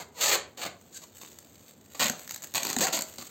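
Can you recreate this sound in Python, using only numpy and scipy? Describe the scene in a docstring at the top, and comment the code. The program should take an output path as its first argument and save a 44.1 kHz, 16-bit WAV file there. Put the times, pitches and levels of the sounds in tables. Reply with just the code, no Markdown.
"""A short rasp of cling film fades first; more tugs follow as film leaves its roll and is wound round a loaf.
The film peels in tiny slips, from a slow rattle to a fast rasp; each slip cracks, rings the taut sheet
and drums on the roll. Slack film crinkles in random ticks, over the hush of a small kitchen.
Stuck folds let go with single snaps, sliding film squeaks, and the roll knocks when the film catches.
Echoes made from fading noise, plus a few ringing low notes, give the close tiled room."""
import sys
import numpy as np
from scipy import signal
from scipy.fft import rfft, irfft, next_fast_len
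from scipy.io import wavfile
from scipy.ndimage import uniform_filter1d, minimum_filter1d

SR = 44100
rng = np.random.default_rng(int(sys.argv[2]) if len(sys.argv) > 2 else 0)


def master_out(mix):
    """Clip the mix to full scale and print it as 16-bit PCM to the path in sys.argv[1]."""
    frames = np.transpose(np.atleast_2d(mix))
    ceiling = np.clip(frames, -1, 1)
    pcm = np.round(ceiling * 32767).astype(np.int16)
    wavfile.write(sys.argv[1], SR, pcm)


N = 145530

# Tone of a full crack: pitch_hz [Hz], level_db [dB]
CRACK_TONE = [(100, -47.5), (400, -24.5), (1500, -10), (3000, -11.5), (4300, -1.5), (5500, -2), (7000, 2.5),
              (8300, -5.5), (12000, -8.5), (15500, -16.5)]
# Tone of the middle-pitched rasp: pitch_hz [Hz], level_db [dB]
RASP_TONE = [(100, -37.5), (300, -3.5), (520, 2), (800, 6), (2300, 7.5), (3600, -2), (6000, -3.5),
             (15000, -14)]
# Tone of the drumming roll: pitch_hz [Hz], level_db [dB]
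ROLL_TONE = [(30, -44), (90, -15), (160, -2.5), (235, -4), (320, -1.5), (500, -7), (1200, -3.5),
             (5000, -64)]
# Tone of thin ticks, from slack film and small snaps: pitch_hz [Hz], level_db [dB]
TICK_TONE = [(150, -33), (500, -10), (1500, -5.5), (3000, -5), (4400, -3), (5500, -1.5), (7200, 2),
             (8400, -1), (12000, -5.5), (15500, -5)]


def amp(db):
    """Turn decibels into a multiplier."""
    return 10 ** (np.asarray(db) / 20)


def unit(x):
    """Scale to an average (rms) level of 1."""
    return x / np.sqrt(np.mean(x ** 2) + 1e-20)


def along(points, hz):
    """Read between (Hz, value) points, with pitch spaced as the ear hears it (log scale)."""
    point_hz, values = np.transpose(points)
    return np.interp(np.log(hz + 1), np.log(point_hz + 1), values)


def coloured(x, points, keep_power=True):
    """Give a sound the tone drawn by (Hz, dB) points, without smearing it ahead of its start."""
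    m = 2 * next_fast_len(N)
    gain = amp(along(points, np.fft.rfftfreq(m, 1 / SR)))
    if keep_power:
        gain = unit(gain)
    # Folding the cepstrum forward gives a minimum-phase filter, which reacts at once.
    cepstrum = irfft(np.log(gain))
    cepstrum[1:m // 2] *= 2
    cepstrum[m // 2 + 1:] = 0
    return irfft(rfft(x, m) * np.exp(rfft(cepstrum)))[:N]


def cracks(times, sizes, decay_s, fuzz):
    """Each sudden release is a sharp step with a short noisy tail; its energy goes as size squared."""
    at = np.round(np.asarray(times) * SR).astype(int)
    inside = (at >= 0) & (at < N)
    spikes = np.bincount(at[inside], sizes[inside], N)
    keep = np.exp(-2 / (decay_s * SR))  # energy kept from one sample to the next
    energy = signal.lfilter([1 - keep], [1, -keep], spikes ** 2 + 1e-20)
    tail = np.sqrt(energy) * rng.standard_normal(N)
    return (spikes + fuzz * tail) / np.hypot(1, fuzz)


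def sheet(x, pitch_hz):
    """Taut film rings in several modes, gliding with its free length and wandering with its tension."""
    # Sheet modes: pitch_ratio [times the base pitch], level_db [dB]
    mode_list = [(1.002, 1.5), (1.45, -7.5), (2.05, -3), (2.8, -3.5)]
    width_hz, wander_share = 39, 0.046  # width of each mode; wander as a share of the pitch
    knots = rng.standard_normal(40)
    wander = np.interp(np.arange(len(x)) / SR * 80, np.arange(len(knots)), knots)  # 80 knots a second
    phase = 2 * np.pi * np.cumsum(pitch_hz * (1 + wander_share * wander)) / SR
    keep = np.exp(-np.pi * width_hz / SR)
    out = np.zeros(len(x))
    for ratio, db in mode_list:
        turn = np.exp(1j * ratio * phase)
        ringing = turn * signal.lfilter([1], [1, -keep], x / turn)
        out += amp(db) * ringing.imag
    # The ringing gets the same energy as the slips that drive it.
    return out * np.linalg.norm(x) / (np.linalg.norm(out) + 1e-12)


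def peeling():
    """Film sticks and slips off the roll; every slip cracks, rasps, rings the sheet and drums on the roll."""
    # Tugs: start_s [s], end_s [s], first_level_db, last_level_db [dB before tone shaping],
    # first_rate, last_rate [slips per s], uneven [0-1], first_pitch_hz, last_pitch_hz [sheet base pitch, Hz],
    # ring_db, rasp_db, roll_db [dB relative to the slips]
    tugs = [(-.03, 0.029, -36.5, -46, 580, 403, 0.12, 790, 661, -5, -5, -3),
            (.14, 0.212, -60.5, -32, 513, 458, 0.09, 1155, 703, -7.5, -7, -12.5),
            (0.208, .245, -25.5, -21.5, 600, 665, 0.17, 580, 565, -17, -7, -28),
            (0.248, 0.299, -24.5, -21.5, 860, 800, .5, 890, 816, -10.5, -7.5, -21),
            (0.3, .318, -35, -23.5, 630, 730, 0.5, 780, 785, -13, -0.5, -22),
            (0.321, .356, -15, -28.5, 805, 628, 0.48, 618, 574, -11, -4.5, -40),
            (0.571, 0.617, -42.5, -41.5, 440, 650, 0.4, 542, 476, -9, -6, -12),
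            (0.613, 0.638, -40, -33, 755, 700, 0.35, 694, 734, -12, -0.5, -26),
            (0.647, 0.674, -38, -36, 520, 460, .35, 737, 719, -4, -1, -9),
            (.925, 0.976, -54, -40, 860, 610, 0.32, 1790, 1560, -24, -30, -21),
            (1.016, 1.04, -52, -44.5, 730, 700, .5, 710, 694, -16, -9.5, -10),
            (1.212, 1.255, -49.5, -49.5, 395, 420, 0.99, 530, 493, -19, -7, -7.5),
            (1.945, 2, -44.5, -61.5, 690, 630, 0.46, 810, 810, -11, -3, -6.5),
            (1.999, 2.035, -24.5, -23.5, 650, 650, 0.68, 790, 810, -20, -1, -12),
            (2.039, 2.088, -32.5, -35.5, 630, 482, .5, 235, 238, -6.5, 0.5, -8.5),
            (2.291, 2.38, -47.5, -49.5, 720, 760, 0.69, 910, 910, -22, -14, -17),
            (2.424, 2.452, -55, -52, 540, 550, 0.66, 700, 604, -8.5, -7, -8),
            (2.546, 2.587, -28, -31, 590, 470, .45, 920, 1030, -37, -4.5, -11),
            (2.594, 2.624, -40, -37, 570, 550, .5, 730, 708, -11, -5.5, -12),
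            (2.644, 2.745, -34.5, -38.5, 543, 500, 0.48, 474, 422, -15, -6.5, -7.5),
            (2.785, 2.824, -31.5, -34.5, 483, 500, 0.65, 230, 232, -3.5, -10, -5),
            (2.806, 2.853, -24, -25.5, 557, 360, 0.17, 529, 746, -6, -14.5, -29),
            (2.861, 2.886, -33, -33.5, 350, 410, .6, 713, 662, -5, -2, -10.5),
            (2.924, 2.972, -25.5, -28, 376, 280, 0.15, 642, 715, -11.5, -11.5, -16),
            (2.971, 2.996, -37.5, -49, 304, 184, 0.76, 680, 634, -19, 5.5, 4),
            (3.18, 3.226, -39.5, -45.5, 424, 413, 0.7, 414, 418, -16, -7.5, -8)]
    attack_s, release_s = 0.0026, 0.0046
    size_spread_db = 7.5  # scaled by each tug's unevenness
    slip_decay_s, slip_fuzz = 0.0009, 1.31  # tail length; tail strength before unevenness scales it
    t = np.arange(N) / SR
    crack, rasp, drum, ring = np.zeros((4, N))
    for start, end, db0, db1, rate0, rate1, uneven, hz0, hz1, ring_db, rasp_db, roll_db in tugs:
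        span = [start, end]
        chance = rng.standard_normal((200, 2))
        # Count slips along the tug, then push each one early or late by chance.
        slip_count = np.cumsum(np.interp(t, span, [rate0, rate1]) * (t >= start)) / SR
        marks = np.arange(len(chance)) + .5 + .5 * uneven * chance[:, 0]
        times = np.interp(np.abs(marks) + 1e-6, slip_count, t)

        rise = np.clip((times - start) / attack_s, 0, 1)
        fall = np.exp(-np.maximum(times - end, 0) / release_s)
        shape = rise * fall
        scatter = amp(size_spread_db * uneven * np.clip(chance[:, 1], -2, 2))
        # Uneven sizes must not change the tug's overall energy.
        scatter /= np.sqrt(np.sum((scatter * shape) ** 2) / (np.sum(shape ** 2) + 1e-12)) + 1e-12
        level = amp(np.interp(times, span, [db0, db1]))
        rate = np.interp(times, span, [rate0, rate1])
        sizes = scatter * shape * level * np.sqrt(SR / rate)  # fewer slips are each larger

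        slips = cracks(times, sizes, slip_decay_s, slip_fuzz * np.sqrt(abs(uneven)))
        slips -= uniform_filter1d(slips, size=400)  # take out slow drift
        crack += slips
        rasp += amp(rasp_db) * slips
        drum += amp(roll_db) * slips
        live = (t >= start) & (t < end + .1)
        ring[live] += amp(ring_db) * sheet(slips[live], np.interp(t[live], span, [hz0, hz1]))
    late_rasp = np.roll(rasp, 9)  # about 0.2 ms after the crack
    return coloured(crack, CRACK_TONE) + coloured(late_rasp, RASP_TONE) + coloured(drum, ROLL_TONE) + ring


def crinkle():
    """Slack film creases under the fingers in faint, bright random ticks."""
    # Crinkle loudness: time_s [s], level_db [dB before tone shaping]
    loudness = [(0, -67), (.55, -66), (.8, -64), (.9, -59), (1.1, -60), (1.18, -50), (1.36, -56),
                (1.47, -59), (1.68, -54.5), (1.8, -66), (1.95, -50.5), (2.22, -51), (2.35, -58),
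                (2.5, -53.5), (3.1, -51.5), (3.3, -46)]
    ticks_per_s, spread_db = 800, 4
    chance = rng.random((int(ticks_per_s * N / SR), 2))
    times = chance[:, 0] * N / SR
    scatter = unit(amp(spread_db * np.minimum(-np.log(chance[:, 1]), 3.5)))  # mostly small, a few large
    sizes = scatter * np.sqrt(SR / ticks_per_s)
    level = amp(np.interp(times, *np.transpose(loudness)))
    return coloured(cracks(times, sizes * level, decay_s=.0018, fuzz=3), TICK_TONE)


def hush():
    """Steady noise, strongest in the bass, stands for the quiet kitchen."""
    # Tone of the hush: pitch_hz [Hz], level_db [dB]
    hush_tone = [(20, -42), (50, -18), (82, 6.5), (120, -3.5), (230, -1.5), (340, -6), (500, -6),
                 (900, -16), (2500, -27), (7000, -27), (16000, -47.5)]
    return amp(-57.5) * coloured(rng.standard_normal(N), hush_tone)


def kitchen(x):
    """Quick early echoes and a short tail from fading noise; crossfading patterns avoid a steady comb."""
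    # Time for the tail to fade by 60 dB: pitch_hz [Hz], fade_s [s]
    fade_times = [(150, 0.42), (450, 0.46), (1000, 0.36), (3000, 0.31), (7000, 0.22), (15000, 0.11)]
    # Tone of all echoes: pitch_hz [Hz], level_db [dB]
    echo_tone = [(100, -0.5), (600, 0.5), (2500, -2.5), (7000, 1.5), (15000, 4)]
    tail_db, early_db, early_decay_s = -10.5, -8, 0.0028  # levels before the echo tone
    t, out = np.arange(N) / SR, np.zeros(N)
    places = np.linspace(0, N / SR, num=21)  # times at which a new echo pattern is strongest
    for place in places:
        hz, age, z = signal.stft(rng.standard_normal(SR // 2), SR, nperseg=256)
        fading = np.exp(-np.log(1000) * age / along(fade_times, hz)[:, None])
        tail = signal.istft(z * fading, SR, nperseg=256)[1]
        lag = np.arange(len(tail)) / SR
        tail = tail * np.minimum(lag / 0.018, 1)  # the tail builds up over 18 ms
        early = rng.standard_normal(len(lag)) * np.exp(-lag / early_decay_s) * (lag > .001)
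        answer = amp(tail_db) * tail / np.linalg.norm(tail)
        answer += amp(early_db) * early / np.linalg.norm(early)
        # Neighbouring echo patterns crossfade.
        share = np.sqrt(np.maximum(1 - np.abs(t - place) / places[1], 0))
        out += signal.fftconvolve(x * share, answer)[:N]
    return coloured(out, echo_tone, keep_power=False)


def standing_waves(x):
    """A few low notes hang on between the tiled walls, each from a narrow resonant filter."""
    # Room notes: pitch_hz [Hz], width_hz [Hz], level_db [dB]
    room_notes = [(234.2, 6.1, -4.5), (274, 10, -2.5), (540, 18, 3.5)]
    return sum(amp(db) * signal.lfilter(*signal.iirpeak(hz, hz / width, SR), x)
               for hz, width, db in room_notes)


def snaps():
    """Single stuck folds tear free; the small ones sound thinner and brighter."""
    # Snaps: time_s [s], level_db [dB before the boost and tone shaping]
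    snap_list = [(0.813, -37), (1.2171, -27), (1.3876, -25), (1.6813, -34), (1.71, -33.5), (1.9956, -11),
                 (1.998, -16), (2.006, -18), (2.013, -27), (2.0365, -15), (2.043, -10.5), (2.0586, -12),
                 (2.068, -16), (2.0832, -16.5), (2.098, -8.5), (2.1948, -26), (2.277, -24.5),
                 (2.294, -20.5), (2.3096, -16.5), (2.321, -24), (2.343, -24), (2.345, -18.5),
                 (2.361, -19.5), (2.422, -25), (2.429, -25.5), (2.438, -20), (2.444, -22), (2.472, -28.5),
                 (2.501, -54), (2.5398, -17), (2.555, -7), (2.568, -15), (2.58, -15), (2.632, -8),
                 (2.6425, -22), (2.651, -13.5), (2.669, -13), (2.691, -17.5), (2.7007, -12.5),
                 (2.73, -13.5), (2.739, -24), (2.765, -7), (2.7865, -13.5), (2.808, -12), (2.87, -12),
                 (2.9811, -18), (2.9903, -12.5), (3.0093, -16), (3.0215, -12), (3.186, -26)]
    boost_db, decay_s, fuzz = 7.5, 0.0011, 2.66  # added level; tail length; tail strength
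    small_db, big_db = -27.5, -12.5  # table levels: a thin tick below the first, a full crack above the second
    times, db = np.transpose(snap_list)
    big = np.clip((db - small_db) / (big_db - small_db), 0, 1)
    sizes = amp(db + boost_db)
    full = cracks(times, sizes * np.sqrt(big), decay_s, fuzz)
    thin = cracks(times, sizes * np.sqrt(1 - big), decay_s, fuzz)
    out = coloured(full, CRACK_TONE)
    out += amp(-8.5) * coloured(full, RASP_TONE)
    out += amp(-11) * coloured(full, ROLL_TONE)
    return out + coloured(thin, TICK_TONE)


def squeak():
    """Film sliding on film slips fast enough to give a short, rough, dipping note."""
    # Squeak path: time_s [s], pitch_hz [base pitch before wavering, Hz], level_db [dB]
    path = [(.925, 2156, -70), (.94, 1771, -52), (0.956, 1557, -53), (0.966, 1534, -44.5),
            (.974, 1660, -43.5), (.982, 1880, -72)]
    # Overtones: multiple [times the base pitch], level_db [dB relative to each other]
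    overtones = [(1, -6), (2, -8), (3, -3), (4, 1), (5, 5.5)]
    waver_share = .025  # share of the pitch
    t = np.arange(N) / SR
    times, hz, db = np.transpose(path)
    waver = unit(uniform_filter1d(rng.standard_normal(N), size=40))
    phase = 2 * np.pi * np.cumsum(np.interp(t, times, hz) * (1 + waver_share * waver)) / SR
    note = sum(amp(level) * np.sin(round(k) * phase) for k, level in overtones)
    sounding = (t > times[0]) * (t < times[-1])
    return unit(note) * amp(np.interp(t, times, db)) * sounding


def jerks():
    """The cardboard roll gives a hollow knock of fading notes when the film catches."""
    # Knocks: time_s [s], level_db [dB before each note's own level]
    knocks = [(2.1, -28), (2.555, -33.5), (2.767, -23.5), (3.19, -39)]
    # Notes of the roll: pitch_hz [Hz], level_db [dB], fade_s [s to fade by 60 dB]
    roll_notes = [(162, -17, 0.026), (242.6, -4, 0.085), (410, -7, 0.023), (744, -0.5, 0.018)]
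    t, out = np.arange(N) / SR, np.zeros(N)
    for start, knock_db in knocks:
        age = np.maximum(t - start, 0)
        for hz, db, fade_s in roll_notes:
            fading = np.exp(-np.log(1000) * age / fade_s)
            out += amp(knock_db + db) * fading * np.sin(2 * np.pi * hz * age)
    return out


def scene():
    """Add film and roll, their room sound and the kitchen's hush."""
    film = peeling() + snaps() + jerks() + squeak() + crinkle()
    room = kitchen(film) + standing_waves(film)
    return (film + room + hush())[None]


def record(dry):
    """Cut the low bass, shape two dips in the treble, round the peaks and remove the very top."""
    # Treble dips: pitch_hz [Hz], level_db [dB]
    treble_dips = [(4650, 0), (4850, -7), (6000, -7), (6250, 0), (8450, 0), (8650, -16), (10500, -23),
                   (11450, -20), (11680, 0)]
    low_cut_hz, top_hz, ceiling_db = 91, 15850, -12
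    m = 2 * next_fast_len(N)
    hz = np.fft.rfftfreq(m, 1 / SR)
    x = signal.sosfilt(signal.butter(2, low_cut_hz, "high", fs=SR, output="sos"), dry)
    x = irfft(rfft(x, m) * amp(along(treble_dips, hz)), m)[:, :N]
    # Turn the level down around each peak that passes the ceiling.
    needed_gain = np.minimum(1, amp(ceiling_db) / (np.abs(x) + 1e-9))
    x = x * uniform_filter1d(minimum_filter1d(needed_gain, size=90), size=90)
    return irfft(rfft(x, m) * (hz < top_hz), m)[:, :N]


dry = scene()
out = record(dry)
master_out(out)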